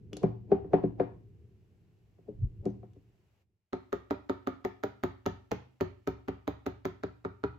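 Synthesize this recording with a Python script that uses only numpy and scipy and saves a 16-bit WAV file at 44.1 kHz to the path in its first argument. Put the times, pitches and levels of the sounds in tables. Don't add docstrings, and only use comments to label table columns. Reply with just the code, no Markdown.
import sys
import numpy as np
from scipy import signal
from scipy.fft import rfft, irfft
from scipy.io import wavfile

SR = 44100
rng = np.random.default_rng(int(sys.argv[2]) if len(sys.argv) > 2 else 0)


def wav_record(signal):
    frames = np.transpose(np.atleast_2d(signal))
    bounded = np.clip(frames, -1, 1)
    quanta = np.round(bounded * 32767).astype(np.int16)
    wavfile.write(sys.argv[1], SR, quanta)


N = 334278

# [f/Hz, level/dB]
HISS = [(0, -85), (3.42, -82.5), (3.46, -100), (3.7, -100), (3.8, -83), (7.58, -84)]
HISS_COLOUR = [(350, -16), (600, -2), (1260, -12.5), (2910, -11.5), (3210, -17), (8160, -23.5), (8990, -44),
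               (10900, -23), (16000, -30.5)]
# [f/Hz, level/dB]
HANDLING = [(0.0, -52.5), (0.43, -51.5), (0.88, -47.5), (1.62, -61), (2.18, -65.5), (2.46, -53.5),
            (2.75, -52.5), (3.5, -78), (3.7, -95)]
HANDLING_COLOUR = [(15, -58), (25, -20), (70, -8), (107, -1.5), (141, -11.5), (216, -13), (241, -24),
                   (380, -16.5), (517, -30.5), (551, -57.5), (1200, -65), (1560, -86.5), (2640, -120)]
# [f/Hz, level/dB]
SLIDE_COLOUR = [(30, -30), (70, -15), (160, 2), (400, 5.5), (800, -8.5), (1200, -27.5), (3000, -38),
                (8000, -55.5), (16000, -70.5)]
# [t/s, strength level/dB, hardness/dB]
BUMPS = [(0.126, -34.5, -5.5), (0.165, -37.5, -1.5), (0.234, -16.5, -0.5), (0.517, -16, 1.5),
         (0.645, -35.5, -3.5), (0.734, -15.5, 7), (0.836, -21, -3.5), (0.999, -17, 3.5), (2.185, -53, -2.5),
         (2.284, -32.5, -21.5), (2.658, -20.5, -9), (2.83, -46, 4.5), (2.961, -49, -7)]
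# [t/s, contact level/dB, ring level/dB, the tool that rings]
CLINKS = [(0.1316, -38, -46.5, "pliers"), (0.1687, -33, -65.5, "pliers"), (0.2304, -45.5, -68, "pliers"),
          (2.6546, -44, -65, "hammer"), (2.702, -63, -76, "hammer"), (2.9342, -64.5, -77, "pliers")]
# [f/Hz, level/dB]
CLACK = [(400, 2.5), (800, 17), (1400, 3.5), (2000, -2), (3200, -15.5), (5000, -26), (8000, -44.5),
         (16000, -48.5)]
CLINK = [(590, -32.5), (1000, -1.5), (1790, -8.5), (2910, -6), (5190, -3.5), (5900, -2.5), (7270, -6.5),
         (9280, -23.5), (10400, -9), (16000, -45.5)]
# [f/Hz, level/dB, t60/s]
PLIERS = [(2846, -2.5, 0.018), (3000, 3, 0.015), (3390, -0.5, 0.029)]
HAMMER_HEAD = [(6230, -9, .1), (6120, -5, 0.11)]
# [f/Hz, level/dB]
REACH = [(2.444, -25.5), (2.61, -44.5)]
REACH_COLOUR = [(12, -36), (20, -3), (70, 0.5), (109, 1.5), (173, -19), (198, -17.5), (236, -23),
                (400, -43.5), (520, -64), (880, -120)]
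# [t/s, strength level/dB, hardness/dB]
BLOWS = [(3.731, -32, -3), (3.928, -29.5, 0), (4.108, -28.5, 0), (4.296, -28, -0.5), (4.472, -28.5, 0),
         (4.649, -30, .5), (4.836, -28.5, 1.5), (5.036, -29.5, 3.5), (5.262, -28, 5), (5.516, -29.5, 5.5),
         (5.809, -28.5, 3), (6.074, -29, 1), (6.283, -32, -1.5), (6.477, -31, 1), (6.664, -30.5, 1),
         (6.853, -32, 2), (7.035, -33, -3), (7.249, -33, -7.5), (7.438, -29.5, -3.5)]
# [f/Hz, level/dB]
TICK = [(500, 12), (1300, 8), (1900, 4.5), (2700, -3.5), (4100, -4.5), (5200, -13), (6600, -18),
        (7800, -24), (10500, -42.5), (16500, -37.5)]
SNAP = [(3500, -15), (5200, -7.5), (6300, 3), (7000, 0), (7800, -27), (9000, -33.5), (10500, -31.5),
        (11800, -4), (13000, -23.5), (15000, -6), (16500, -24)]
# [f/Hz, level/dB, t60/s]
STEEL = [(11630, -1, 0.027), (12500, -19, .05), (13800, -16, .012), (14780, -17, .2), (15100, -4.5, 0.078)]
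# [f/Hz, t60/s, level struck through the anvil/dB, level bumped directly/dB, left-right difference/dB]
DESK = [(47, 0.35, -38, -48.5, -4), (68.8, 0.57, -22.5, -28, 1.5), (95.2, 0.49, -19, -30, -1),
        (116.8, 0.98, -24.5, -21.5, 0.5), (164.1, 0.2, -14.5, -9, -6.5), (201.1, 0.26, -11.5, -11.5, 2.5),
        (272.2, 0.1, 2.5, -8, -3), (284.1, 0.15, -40, -4.5, 2), (374.7, 0.13, 3, 0.5, 2),
        (417.5, 0.089, -0.5, -9, 8), (489.8, 0.11, -14.5, -8.5, 6), (566, 0.091, -4, -15.5, -10.5),
        (687.5, 0.078, -17.5, -9, 4.5), (727, 0.21, -9.5, -20, 7), (765.4, 0.032, -8.5, -23, 2.5),
        (904.5, 0.21, -13.5, -32.5, 0.5), (992, 0.03, -17.5, -29, 1), (1229, 0.015, 4, -30.5, -5),
        (1333, 0.11, -23.5, -40, 2.5), (1712, 0.033, -10, -33, -3.5), (2240, 0.04, -20.5, -40, 7.5)]
REGISTERS_HZ = [180, 560]
HAND_LOSS_T60 = [3, 0.97, 0.18]
# [f/Hz, t60/s]
ROOM_COLOUR = [(100, -35), (280, -6.5), (400, -12), (700, -6), (1300, 4), (1650, -8), (2400, 2), (4200, -1),
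               (5200, -0.5), (6700, -2.5), (10000, -6.5), (16000, -10.5)]
ROOM_T60 = [(100, 1), (400, .36), (1500, 0.36), (4000, 0.41), (7000, 0.25), (15000, .18)]

SLIDE_DB, SLIDE_RISE_DB_PER_S, SLIDE_FALL_DB_PER_S = -23.5, 699.5, 219.5
BUMP_BOOM_DB, BUMP_BOOM_GROWTH = -3.5, 0.82
BUMP_RAP_DB, CLACK_DB = 1, -3.5
REACH_RISE_DB_PER_S, REACH_FALL_DB_PER_S = 283, 333
TAP_BOOM_DB, SWING_BOOM_DB, SWINGS_FROM_S = 0, 8.5, 4.95
KNOCK_DB, RAP_DB = 1.88, 2.34
PRESS_S, PRESS_DB = 0.005, -14.5
TICK_DB, TICK_GROWTH = -24.5, 1
SNAP_DB, SNAP_GROWTH = -35, 1.9
RING_DB, RING_GROWTH, RING_LIMIT_DB = -59, 5, -55.5
ROOM_DB = -10.5
CUTOFF_HZ = 16300


def from_db(db):
    return 10 ** (np.asarray(db) / 20)


def unit_energy(x):
    return x / np.sqrt(np.sum(x ** 2, axis=-1, keepdims=True) + 1e-30)


def at_hz(points, hz):
    known_hz, values = np.transpose(points)
    return np.interp(np.log(np.maximum(hz, 1)), np.log(known_hz), values)


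def seconds(length):
    return np.arange(int(length * SR)) / SR


def pan(db):
    return from_db(np.array([[db], [-db]]) / 2)


def add(out, s, sound):
    start = int(round(s * SR))
    out[:, start:start + sound.shape[1]] += sound[:, :N - start]


def through(x, response):
    return signal.oaconvolve(np.atleast_2d(x), np.atleast_2d(response), axes=1)[:, :N]


def level(rows, fade_s=0.051):
    s, db = np.transpose(rows)
    t = np.arange(N) / SR
    outside = np.maximum(0, np.maximum(s[0] - t, t - s[-1]))
    return from_db(np.interp(t, s, db)) * np.exp(-(outside / fade_s) ** 2)


def swells(times, peak_db, rise_db_per_s, fall_db_per_s):
    t = np.arange(N) / SR
    each = []
    for s, db in zip(times, peak_db):
        drop_db = np.maximum((s - t) * rise_db_per_s, (t - s) * fall_db_per_s)
        each.append(db - drop_db)
    return from_db(np.max(each, axis=0).clip(min=-200))


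def noise(colour, side_db):
    hz = np.arange(N // 2 + 1) * SR / N
    spectrum = rfft(rng.standard_normal((2, N))) * from_db(at_hz(colour, hz))
    mid, side = unit_energy(irfft(spectrum, N)) * np.sqrt(N)
    return mid + from_db(side_db) * side * [[1], [-1]]


def hiss():
    return level(HISS) * noise(HISS_COLOUR, side_db=-2)


def shifting_hands():
    return level(HANDLING) * noise(HANDLING_COLOUR, side_db=-10.5)


def sliding():
    s, strength_db, _ = np.transpose(BUMPS)
    gain = swells(s, strength_db + SLIDE_DB, SLIDE_RISE_DB_PER_S, SLIDE_FALL_DB_PER_S)
    return gain * noise(SLIDE_COLOUR, side_db=-4)


def desk(times, register_db, mode_db, swell_cycles, left_lag_s, spot_db, detune, stiffening, settle_s):
    hz, t60, _, _, pan_db = np.transpose(DESK)
    register = np.searchsorted(REGISTERS_HZ, hz)
    t60 = 1 / (1 / t60 + 1 / np.array(HAND_LOSS_T60)[register])
    t = np.maximum(seconds(0.7) - [[left_lag_s], [0]], 0)
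    rings = []
    for k, f in enumerate(hz):
        envelope = from_db(-60 * t / t60[k]) * (1 - np.exp(-t * f / swell_cycles))
        rings.append((-1) ** k * pan(pan_db[k]) * envelope * np.sin(2 * np.pi * f * t))
    rings = np.array(rings)
    steps = np.arange(t.shape[1])
    glide = np.cumsum(1 + stiffening * np.exp(-t[1] / settle_s))
    out = np.zeros((2, N))
    for s, strength_db in zip(times, np.transpose(register_db)):
        db = mode_db + strength_db[register] + spot_db * rng.standard_normal(len(hz))
        pitch = 1 + detune * rng.standard_normal()
        both_ears = np.tensordot(from_db(db), rings, 1)
        knock = np.array([np.interp(glide * pitch, steps, ear, right=0) for ear in both_ears])
        add(out, s, knock)
    return out


def minimum_phase_pulse(colour, size=2048):
    hz = np.arange(size // 2 + 1) * SR / size
    cepstrum = irfft(np.log(from_db(at_hz(colour, hz))))
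    cepstrum[1:size // 2] *= 2
    cepstrum[size // 2 + 1:] = 0
    return unit_energy(irfft(np.exp(rfft(cepstrum))))


def contacts(times, db, colour, grit_db, grit_t60, scatter_db, scatter_t60):
    t = seconds(0.12)
    out = np.zeros((2, N))
    for s, gain in zip(times, from_db(db)):
        grit = unit_energy(rng.standard_normal(len(t)) * from_db(-60 * t / grit_t60))
        scatter = unit_energy(rng.standard_normal((2, len(t))) * from_db(-60 * t / scatter_t60))
        add(out, s, gain * ((t == 0) + from_db(grit_db) * grit + from_db(scatter_db) * scatter))
    return through(out, minimum_phase_pulse(colour))


def bumps():
    s, strength_db, hardness_db = np.transpose(BUMPS)
    boom_db = BUMP_BOOM_DB + BUMP_BOOM_GROWTH * strength_db
    rap_db = strength_db + hardness_db
    body = desk(s, [boom_db, strength_db, rap_db + BUMP_RAP_DB], np.array(DESK)[:, 3], swell_cycles=1.0,
                left_lag_s=0.00015, spot_db=3.5, detune=0.027, stiffening=0.083, settle_s=0.012)
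    clack = contacts(s, rap_db + CLACK_DB, CLACK, grit_db=-2, grit_t60=0.035, scatter_db=6.5, scatter_t60=0.14)
    return body + clack


def strikes(times, db):
    clicks = np.zeros(N)
    samples = np.clip(np.round(times * SR).astype(int), 0, N - 1)
    clicks[samples] = from_db(db)
    return clicks


def body_ring(modes):
    t = seconds(0.4)
    return sum(from_db(db - 60 * t / t60) * np.sin(2 * np.pi * hz * t) for hz, db, t60 in modes)


def clinks():
    s, clink_db, ring_db, tool = map(np.array, zip(*CLINKS))
    clink = contacts(s, clink_db, CLINK, grit_db=3.0, grit_t60=0.008, scatter_db=6.5, scatter_t60=0.036)
    ring = 0
    for name, modes in [("pliers", PLIERS), ("hammer", HAMMER_HEAD)]:
        mine = tool == name
        ring = ring + through(strikes(s[mine], ring_db[mine]), body_ring(modes))
    return clink + ring


def arranging():
    return (bumps() + clinks()) * pan(1.2)


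def room_tail():
    t, tail = seconds(0.6), 0
    edges = np.geomspace(80, 18000, 15)
    white = rng.standard_normal((2, 2, len(t)))
    for k, (low, high) in enumerate(zip(edges, edges[1:])):
        hz = np.sqrt(low * high)
        sos = signal.butter(2, [low, high], "band", fs=SR, output="sos")
        band = signal.sosfilt(sos, white[k % 2])
        tail = tail + band * from_db(at_hz(ROOM_COLOUR, hz) - 60 * t / at_hz(ROOM_T60, hz))
    build_up_s = 0.0022
    return unit_energy(tail * (1 - np.exp(-t / build_up_s)))


def room(x):
    hop = SR // 5
    out = np.zeros((2, N))
    crossfade = np.sin(np.pi * np.arange(2 * hop) / (2 * hop))
    for start in range(0, N - hop, hop):
        piece = x[:, start:start + 2 * hop]
        faded = piece * crossfade[:piece.shape[1]]
        add(out, start / SR, signal.fftconvolve(faded, room_tail(), axes=1))
    return out


def reaching():
    s, peak_db = np.transpose(REACH)
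    return swells(s, peak_db, REACH_RISE_DB_PER_S, REACH_FALL_DB_PER_S) * noise(REACH_COLOUR, side_db=-13.5)


def hammering():
    s, strength_db, hardness_db = np.transpose(BLOWS)
    boom_db = strength_db + np.where(s < SWINGS_FROM_S, TAP_BOOM_DB, SWING_BOOM_DB)
    body = desk(s, [boom_db, strength_db + KNOCK_DB, strength_db + RAP_DB], np.array(DESK)[:, 2],
                swell_cycles=0.71, left_lag_s=0.00023, spot_db=2.0, detune=0.028, stiffening=0.075, settle_s=0.016)
    tick_db = TICK_DB + TICK_GROWTH * hardness_db
    press = contacts(s - PRESS_S, tick_db + PRESS_DB, TICK, grit_db=11.0, grit_t60=0.16,
                     scatter_db=13.0, scatter_t60=0.025)
    tick = contacts(s, tick_db, TICK, grit_db=7.5, grit_t60=0.0065, scatter_db=8.5, scatter_t60=0.058)
    bright = contacts(s, SNAP_DB + SNAP_GROWTH * hardness_db, SNAP, grit_db=-13.5, grit_t60=0.0043,
                      scatter_db=-3.5, scatter_t60=0.012)
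    ring_db = np.minimum(RING_DB + RING_GROWTH * hardness_db, RING_LIMIT_DB)
    ring = through(strikes(s, ring_db), body_ring(STEEL))
    return body + (press + tick + bright) * pan(-0.53) + ring


def scene():
    hits = arranging() + hammering()
    handling = shifting_hands() + sliding() + reaching()
    return hits + from_db(ROOM_DB) * room(hits) + handling + hiss()


def record(dry):
    bass_cut = signal.butter(2, 24, "high", fs=SR, output="sos")
    top_cut = signal.ellip(10, 0.1, 80, CUTOFF_HZ, fs=SR, output="sos")
    return signal.sosfilt(top_cut, signal.sosfilt(bass_cut, dry))


dry = scene()
out = record(dry)
wav_record(out)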